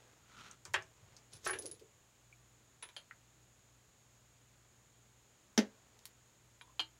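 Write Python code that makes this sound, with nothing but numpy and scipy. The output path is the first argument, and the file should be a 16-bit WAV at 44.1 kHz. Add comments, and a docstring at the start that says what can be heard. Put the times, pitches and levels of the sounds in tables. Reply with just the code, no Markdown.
"""A toolbox is knocked and rummaged in a small basement workshop, an arm's length from a phone.
Steel sockets clink, a wrench and a handle clack, small parts tick, and one heavy tool lands on the bench.
Each blow is a damped knock plus the object's ringing modes; small parts only knock.
Sliding, scraping and rustling are dense friction slips; shifted weight thuds softly.
The insulated ceiling keeps the reverb short, over faint hiss and mains hum."""
import sys
import numpy as np
from scipy import signal
from scipy.fft import rfft, irfft
from scipy.io import wavfile

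SR = 44100
rng = np.random.default_rng(int(sys.argv[2]) if len(sys.argv) > 2 else 0)


def log_audio(samples):
    """Write samples as a 16-bit WAV file to the path given in sys.argv[1]."""
    # one column per channel
    frames = np.atleast_2d(samples).T
    # limit to full scale, then quantise
    limited = np.clip(frames, -1, 1)
    pcm = np.round(limited * 32767).astype(np.int16)
    wavfile.write(sys.argv[1], SR, pcm)


N = 308660
BLOW_N = 16384
TIME_S = np.arange(N) / SR
AGE_S = np.arange(BLOW_N) / SR


def undb(db):
    """Decibels to gain."""
    return 10 ** (np.asarray(db) / 20)


def unit(x):
    """Scale to unit energy."""
    return x / np.sqrt(np.sum(x ** 2))


def add(out, time_s, x):
    """Mix x in at time_s."""
    i = max(int(time_s * SR), 0)
    out[i:i + len(x)] += x[:max(N - i, 0)]


def bins_hz(size=BLOW_N):
    """FFT bin frequencies, floored at 1 Hz."""
    return np.maximum(np.arange(size // 2 + 1) * SR / size, 1)


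def colour(spectrum, size=BLOW_N):
    """Gain per bin from (Hz, dB) points."""
    hz, db = np.transpose(spectrum)
    return undb(np.interp(np.log(bins_hz(size)), np.log(np.sort(hz)), db))


def resonance(hz, width_oct):
    """Gain per bin of one peak with steep skirts."""
    return 1 / (1 + (np.log2(bins_hz() / hz) / width_oct) ** 2 / 2) ** 2


def min_phase(x, gain):
    """Minimum-phase filter: ringing follows the blow."""
    cepstrum = irfft(np.log(gain + 1e-9))
    cepstrum[1:BLOW_N // 2] *= 2
    cepstrum[BLOW_N // 2 + 1:] = 0
    return irfft(rfft(x) * np.exp(rfft(cepstrum)))


def decay(t60_s):
    """Exponential decay."""
    return np.exp(-np.log(1000) * AGE_S / t60_s)


def contact(crack_db, room_db, chatter_db=2, split_hz=3000):
    """Crack with brief chatter, nearby scatter and a room tail whose treble dies first."""
    chatter, near, far = rng.standard_normal((3, BLOW_N))
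    crack = unit((AGE_S == 0) + undb(chatter_db) * unit(chatter * decay(t60_s=0.016)))
    scatter = unit(near * decay(t60_s=0.04))
    low = irfft(rfft(far) / (1 + (bins_hz() / split_hz) ** 2))
    tail = low * decay(t60_s=0.18) + (far - low) * decay(t60_s=0.11)
    room = unit(tail * (1 - decay(t60_s=0.018)))
    return undb(crack_db) * crack + unit(undb(room_db) * room + scatter)


# Bench top, wall and joist reflections: (delay [s], level [dB])
ECHOES = [(.0068, -14), (0.0111, -13), (0.0191, -17.5)]

def knock(body_gain, crack_db, room_db):
    """One contact through a damped body, with early echoes; energy of 10 ms at unit rms."""
    comb = 1 + sum(undb(db) * np.exp(-2j * np.pi * bins_hz() * delay_s) for delay_s, db in ECHOES)
    direct = min_phase(contact(crack_db, room_db), body_gain)
    return unit(irfft(rfft(direct) * comb)) * np.sqrt(SR / 100)


def struck(blows, body, modes, room_db, detune=0.00058):
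    """Knock plus ringing modes per blow; softer contact (lower cutoff) dulls both."""
    out = np.zeros(N)
    for time_s, db, cutoff_hz, ring_db, crack_db in blows:
        body_gain = colour(body) / np.hypot(1, (bins_hz() / cutoff_hz) ** 2)
        sound = knock(body_gain, crack_db, room_db)
        for k, (hz, mode_db, t60_s) in enumerate(modes):
            cycles = hz * (1 + detune * rng.standard_normal()) * AGE_S
            ring = np.sin(2 * np.pi * cycles) * (1 - np.exp(-2 * cycles)) * decay(t60_s)
            gain = undb(ring_db + mode_db) / np.hypot(1, (hz / cutoff_hz) ** 2)
            sound += (-1) ** k * gain * ring  # alternate signs: close pairs swell and beat
        add(out, time_s, undb(db) * sound)
    return out


def effort(strokes, attack_s, release_s, sag_db_per_s):
    """Stroke force: swell, sag, release; attack and release times span 20 dB."""
    force = np.zeros(N)
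    for peak_s, length_s, db in strokes:
        before = np.maximum(peak_s - TIME_S, 0) / attack_s
        after = np.maximum(TIME_S - peak_s - length_s, 0) / release_s
        sag_db = sag_db_per_s * np.clip(TIME_S - peak_s, 0, length_s)
        force += undb(db - sag_db - 20 * (before + after))
    return force


def friction(force, spectrum, grit_db, slips_per_s):
    """Dense, uneven slips excite the rubbed surface."""
    slips = (rng.random(N) < slips_per_s / SR) * rng.standard_normal(N)
    slips *= undb(grit_db * rng.standard_normal(N))
    rub = irfft(rfft(slips) * colour(spectrum, N), N)
    return rub / rub.std() * force


# Toolbox hits: (time [s], level [dB], cutoff [Hz], ring [dB], crack [dB])
BOX_BLOWS = [(.7412, -29, 5530, -7, -3.5), (.7445, -33, 2840, -20, -8), (.752, -45, 3500, -28, 14),
             (1.4645, -37.5, 2000, 2, -7), (1.496, -40.5, 1900, 2.5, 7), (1.507, -50.5, 2200, 9.5, -17),
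             (1.533, -40, 6000, -17, -4)]
# Damped response: (frequency [Hz], level [dB])
BOX_BODY = [(180, -28), (270, -45.5), (350, -1.5), (600, -6), (1100, -1), (1420, -4), (1680, 9), (2000, 1),
            (3000, 0), (4800, -11), (7000, -15.5), (10000, -27), (15000, -29)]
# Ringing modes: (frequency [Hz], level [dB], T60 [s])
BOX_MODES = [(376.7, -10, 0.28), (649, -15.5, 0.33), (834, -10, 0.19), (1050, -17, 0.24), (1121, -7, 0.17),
             (1317, -1, 0.13), (1450, -15, 0.1), (1517, -1, 0.075), (1584, 1.5, 0.085), (1676, 0, 0.11),
             (1826, -0.5, 0.096), (2265, -7, 0.13), (2430, -15.5, 0.24), (2690, -13, 0.17),
             (3110, -12, 0.19)]

def toolbox():
    """The knocked box rings in a cluster of midrange modes."""
    return struck(BOX_BLOWS, BOX_BODY, BOX_MODES, room_db=1)


# Bench hits: (time [s], level [dB], cutoff [Hz], ring [dB], crack [dB])
BENCH_BLOWS = [(5.5772, -27, 14000, -1, -5.5), (5.5795, -35.5, 14100, -23, 2),
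               (5.589, -32, 5980, -29.5, -2)]
# Damped response: (frequency [Hz], level [dB])
BENCH_BODY = [(155, -25), (205, 4), (400, 6), (700, -2), (1100, -11.5), (1700, -2.5), (2400, -8.5),
              (3100, -8.5), (4500, -8.5), (6200, -5.5), (7800, -19.5), (15000, -27)]
# Ringing modes: (frequency [Hz], level [dB], T60 [s])
BENCH_MODES = [(206, 6.5, 0.17), (229.4, 11, 0.11), (259, -9, 0.21), (304, -0.5, 0.12), (409, 1, 0.15),
               (445, -19.5, 0.37), (545, -11, 0.17), (560, -15, 0.25), (637, -5, 0.13), (841, -14.5, 0.14),
               (1500, -7.5, 0.069), (1730, -10, 0.084), (2370, -13.5, 0.12), (3130, -2.5, 0.039),
               (5900, -5, 0.064), (6100, 1, 0.048)]

def bench():
    """A heavy tool lands in three quick contacts, driving the bench's low modes."""
    return struck(BENCH_BLOWS, BENCH_BODY, BENCH_MODES, room_db=-4)


# Socket hits: (time [s], level [dB], cutoff [Hz], ring [dB], crack [dB])
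SOCKET_BLOWS = [(1.3345, -53.5, 10000, -2, -3), (1.3667, -61.5, 8900, -4, 10),
                (1.4745, -39.5, 14000, -2, 4), (1.507, -45, 12000, 11, -1), (1.5373, -52, 8000, -6, -1),
                (1.5877, -46, 12200, 8, 1), (1.6575, -47, 10000, -5, 2), (1.663, -45, 9000, -7, -3),
                (1.7139, -46.5, 12000, -2, 0), (2.8255, -58.5, 12000, 16.5, -12),
                (2.965, -77, 10000, 24, -6), (6.617, -68, 10000, -2, 7), (6.8015, -59, 4970, 3, -6)]
# Damped response: (frequency [Hz], level [dB])
SOCKET_BODY = [(300, -27), (2000, -8), (3300, -3), (5000, 4.5), (7000, 4.5), (8300, -7), (9700, 11.5),
               (10350, 25), (11100, -1.5), (15000, -30)]
# Ringing modes: (frequency [Hz], level [dB], T60 [s])
SOCKET_MODES = [(10307, -1, 0.14), (10220, -7.5, 0.11), (10030, -16, 0.027)]

def sockets():
    """Steel sockets clink; close modes beat near 10 kHz."""
    return struck(SOCKET_BLOWS, SOCKET_BODY, SOCKET_MODES, room_db=-9)


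# Wrench hits: (time [s], level [dB], cutoff [Hz], ring [dB], crack [dB])
WRENCH_BLOWS = [(2.9648, -46.5, 8900, -9.5, -4), (6.7945, -38, 9100, -2, 7.5), (6.8015, -39, 9000, -1, 2)]
# Damped response: (frequency [Hz], level [dB])
WRENCH_BODY = [(180, -34), (350, -21), (850, -14), (1500, -11), (2100, -15), (3100, -6.5), (3600, -10),
               (4400, -5.5), (5600, -24.5), (6600, -17.5), (9500, -31), (15000, -32)]
# Ringing modes: (frequency [Hz], level [dB], T60 [s])
WRENCH_MODES = [(321, -17, 0.22), (766, -7.5, 0.091), (893, -16.5, 0.2), (2360, -3.5, 0.13),
                (2620, -16, 0.054), (2884, 0.5, 0.13), (3030, -5, 0.12), (3110, -7, 0.16),
                (3218, 11.5, 0.11), (3110, -2, 0.08), (3950, -36, .1), (4160, -7, 0.13), (4540, -17, 0.11),
                (4480, -15, .13)]

def wrench():
    """A wrench clacks and rings near 3 kHz."""
    return struck(WRENCH_BLOWS, WRENCH_BODY, WRENCH_MODES, room_db=-2)


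# Handle hits: (time [s], level [dB], cutoff [Hz], ring [dB], crack [dB])
HANDLE_BLOWS = [(.654, -54, 1730, -2, -21), (2.8252, -48.5, 7950, -9, -5), (2.8355, -56, 8950, -21, 3),
                (2.8893, -58, 12000, -8, 5), (6.6122, -55.5, 4600, -3.5, 17)]
# Damped response: (frequency [Hz], level [dB])
HANDLE_BODY = [(200, -42), (320, 5), (750, -1.5), (1000, 4), (2100, 3.5), (3700, 4.5), (4400, -4.5),
               (8000, -8), (15000, -14)]
# Ringing modes: (frequency [Hz], level [dB], T60 [s])
HANDLE_MODES = [(930, -6.5, 0.24), (990, -7.5, 0.31), (1120, -6, 0.1), (1483, -0.5, 0.081),
                (2400, 2, 0.079), (3050, -12, 0.11), (3230, 2, 0.074), (3505, -1, 0.14), (3880, 5, 0.071)]

def handle():
    """A tool handle takes light knocks and rings briefly."""
    return struck(HANDLE_BLOWS, HANDLE_BODY, HANDLE_MODES, room_db=6)


# Small-part contacts, plus two dull handle knocks near 6.69 s: (time [s], level [dB], centre [Hz], width [oct],
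# crack [dB])
TAPS = [(0.5125, -54, 6750, 0.28, 15), (0.6522, -50, 6100, 0.48, 1), (0.7368, -46, 5700, 0.79, 1),
        (0.7417, -42.5, 6800, 0.3, 20), (0.8233, -59.5, 6100, .29, 5), (1.166, -57, 5550, 0.43, -1),
        (1.4471, -49, 6360, 0.29, -6), (1.453, -47.5, 6000, 0.88, -12), (1.623, -55, 5660, 0.79, -5),
        (1.812, -53.5, 404, 0.28, -10), (2.326, -59.5, 2390, 0.12, 17), (2.966, -59, 560, 0.27, -2),
        (3.1102, -49.5, 1610, 0.43, 7), (5.991, -64.5, 4470, 1, 14), (6.0548, -48.5, 5800, 2.1, 3),
        (6.677, -66.5, 1020, .15, 2), (6.695, -65, 1020, 0.17, 5)]

def taps():
    """Small parts touch in the hand or box, too damped to ring; the handle also takes two dull knocks near 6.69
    s."""
    out = np.zeros(N)
    for time_s, db, hz, width_oct, crack_db in TAPS:
        add(out, time_s, undb(db) * knock(resonance(hz, width_oct), crack_db, room_db=-3))
    return out


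# Tool drag: (peak time [s], length [s], level [dB])
SLIDE_STROKES = [(.41, 0.12, -55)]
# Rubbed surface: (frequency [Hz], level [dB])
SLIDE_SPECTRUM = [(120, -9), (200, 0.5), (300, -6.5), (700, -8), (1150, -2.5), (1360, 6), (1600, -4.5),
                  (2600, -5.5), (3900, -7), (4900, -13), (6200, -11), (10000, -26), (15000, -36)]

def tool_slide():
    """A tool is dragged over a surface in fine slips."""
    force = effort(SLIDE_STROKES, attack_s=0.18, release_s=0.051, sag_db_per_s=53)
    return friction(force, SLIDE_SPECTRUM, grit_db=0, slips_per_s=4000)


# Pushes on the box: (peak time [s], length [s], level [dB])
SHIFT_STROKES = [(1.33, 0.045, -72), (1.495, 0.18, -51)]
# Grinding contents: (frequency [Hz], level [dB])
SHIFT_SPECTRUM = [(150, -13), (230, -10.5), (320, 7.5), (470, 9), (650, -7.5), (950, -13.5), (1800, -21),
                  (3000, -32), (6500, -20), (12000, -41)]

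def box_shift():
    """The pushed box shifts; its contents grind in coarse slips."""
    force = effort(SHIFT_STROKES, attack_s=0.047, release_s=0.1, sag_db_per_s=15)
    return friction(force, SHIFT_SPECTRUM, grit_db=1.5, slips_per_s=810)


# Stirs in the box: (peak time [s], length [s], level [dB])
SCRAPE_STROKES = [(1.332, 0.035, -61.5), (1.458, 0.031, -48), (1.61, 0.11, -66.5)]
# Steel on steel: (frequency [Hz], level [dB])
SCRAPE_SPECTRUM = [(500, -3.5), (2800, -2.5), (4000, 1), (6800, 0), (8300, -8.5), (10300, -13),
                   (12000, -12), (15000, -25)]

def socket_scrape():
    """Stirred sockets rub past each other."""
    force = effort(SCRAPE_STROKES, attack_s=0.028, release_s=0.048, sag_db_per_s=10)
    return friction(force, SCRAPE_SPECTRUM, grit_db=2, slips_per_s=3600)


def rattle(start_s=1.43, length_s=0.38, count=7, centre_hz=4200, max_db=-63, range_db=6):
    """Loose parts tick at random during the rummage."""
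    out = np.zeros(N)
    for k, (jitter, strength, pitch) in enumerate(rng.random((count, 3))):
        body_gain = resonance(centre_hz * 2 ** (pitch - 0.5), width_oct=1)
        tick = knock(body_gain, crack_db=-4, room_db=-3)
        db = max_db - range_db * (1 - strength)
        add(out, start_s + length_s * (k + jitter) / count, undb(db) * tick)
    return out


# Handling bumps: (time [s], level [dB])
THUDS = [(0.678, -58.5), (0.74, -59), (1.011, -63.5), (1.329, -62), (1.499, -62), (1.702, -66)]

def thuds():
    """Soft, low bumps as weight is moved about."""
    out = np.zeros(N)
    for time_s, db in THUDS:
        burst = rng.standard_normal(BLOW_N) * decay(t60_s=0.55)
        bump = min_phase(burst, resonance(hz=100, width_oct=0.48))
        add(out, time_s, undb(db) * unit(bump) * np.sqrt(SR / 20))
    return out


# Arm movements: (peak time [s], length [s], level [dB])
RUSTLE_STROKES = [(0, 0.13, -69.5), (.8, 0.24, -75.5), (1.14, .03, -70), (5.28, 0.25, -82),
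                  (5.7, 0.39, -73.5)]
# Cloth: (frequency [Hz], level [dB])
RUSTLE_SPECTRUM = [(150, -6), (500, 4.5), (1200, -0.5), (3000, -6), (6000, -11), (12000, -29)]

def clothes():
    """Cloth rubs faintly as the arms move."""
    force = effort(RUSTLE_STROKES, attack_s=0.19, release_s=0.21, sag_db_per_s=2)
    return friction(force, RUSTLE_SPECTRUM, grit_db=3, slips_per_s=3000)


# Room noise: (frequency [Hz], level [dB])
AIR_SPECTRUM = [(20, -28), (33, -4), (55, -1.5), (100, 5), (200, -1), (500, -4.5), (1500, -8),
                (4000, -11.5), (4950, -14.5), (6100, -13), (6750, -1.5), (8200, -15), (9300, -17),
                (10400, -20), (15000, -22.5)]

def room_air(rms_db=-68.5):
    """Steady room noise with a narrow band of hiss."""
    air = irfft(rfft(rng.standard_normal(N)) * colour(AIR_SPECTRUM, N), N)
    return undb(rms_db) * air / air.std()


# Mains tones: (frequency [Hz], rms level [dB])
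HUM_TONES = [(59, -80), (120, -74.5)]

def mains_hum(waver=0.36):
    """Two mains tones whose level wavers slowly."""
    sway = np.interp(TIME_S, np.linspace(0, TIME_S[-1], 40), rng.standard_normal(40))
    hum = sum(undb(db) * np.sqrt(2) * np.sin(2 * np.pi * hz * TIME_S) for hz, db in HUM_TONES)
    return hum * (1 + waver * sway)


def scene():
    """Tool handling over the quiet room, mono."""
    blows = toolbox() + bench() + sockets() + wrench() + handle() + taps()
    rubbing = tool_slide() + box_shift() + socket_scrape()
    handling = rattle() + thuds() + clothes()
    return (blows + rubbing + handling + room_air() + mains_hum())[None]


def record(dry, cutoff_hz=15800):
    """The phone cuts the top of the treble."""
    return signal.sosfilt(signal.ellip(10, 0.2, 70, cutoff_hz, fs=SR, output="sos"), dry)


dry = scene()
out = record(dry)
log_audio(out)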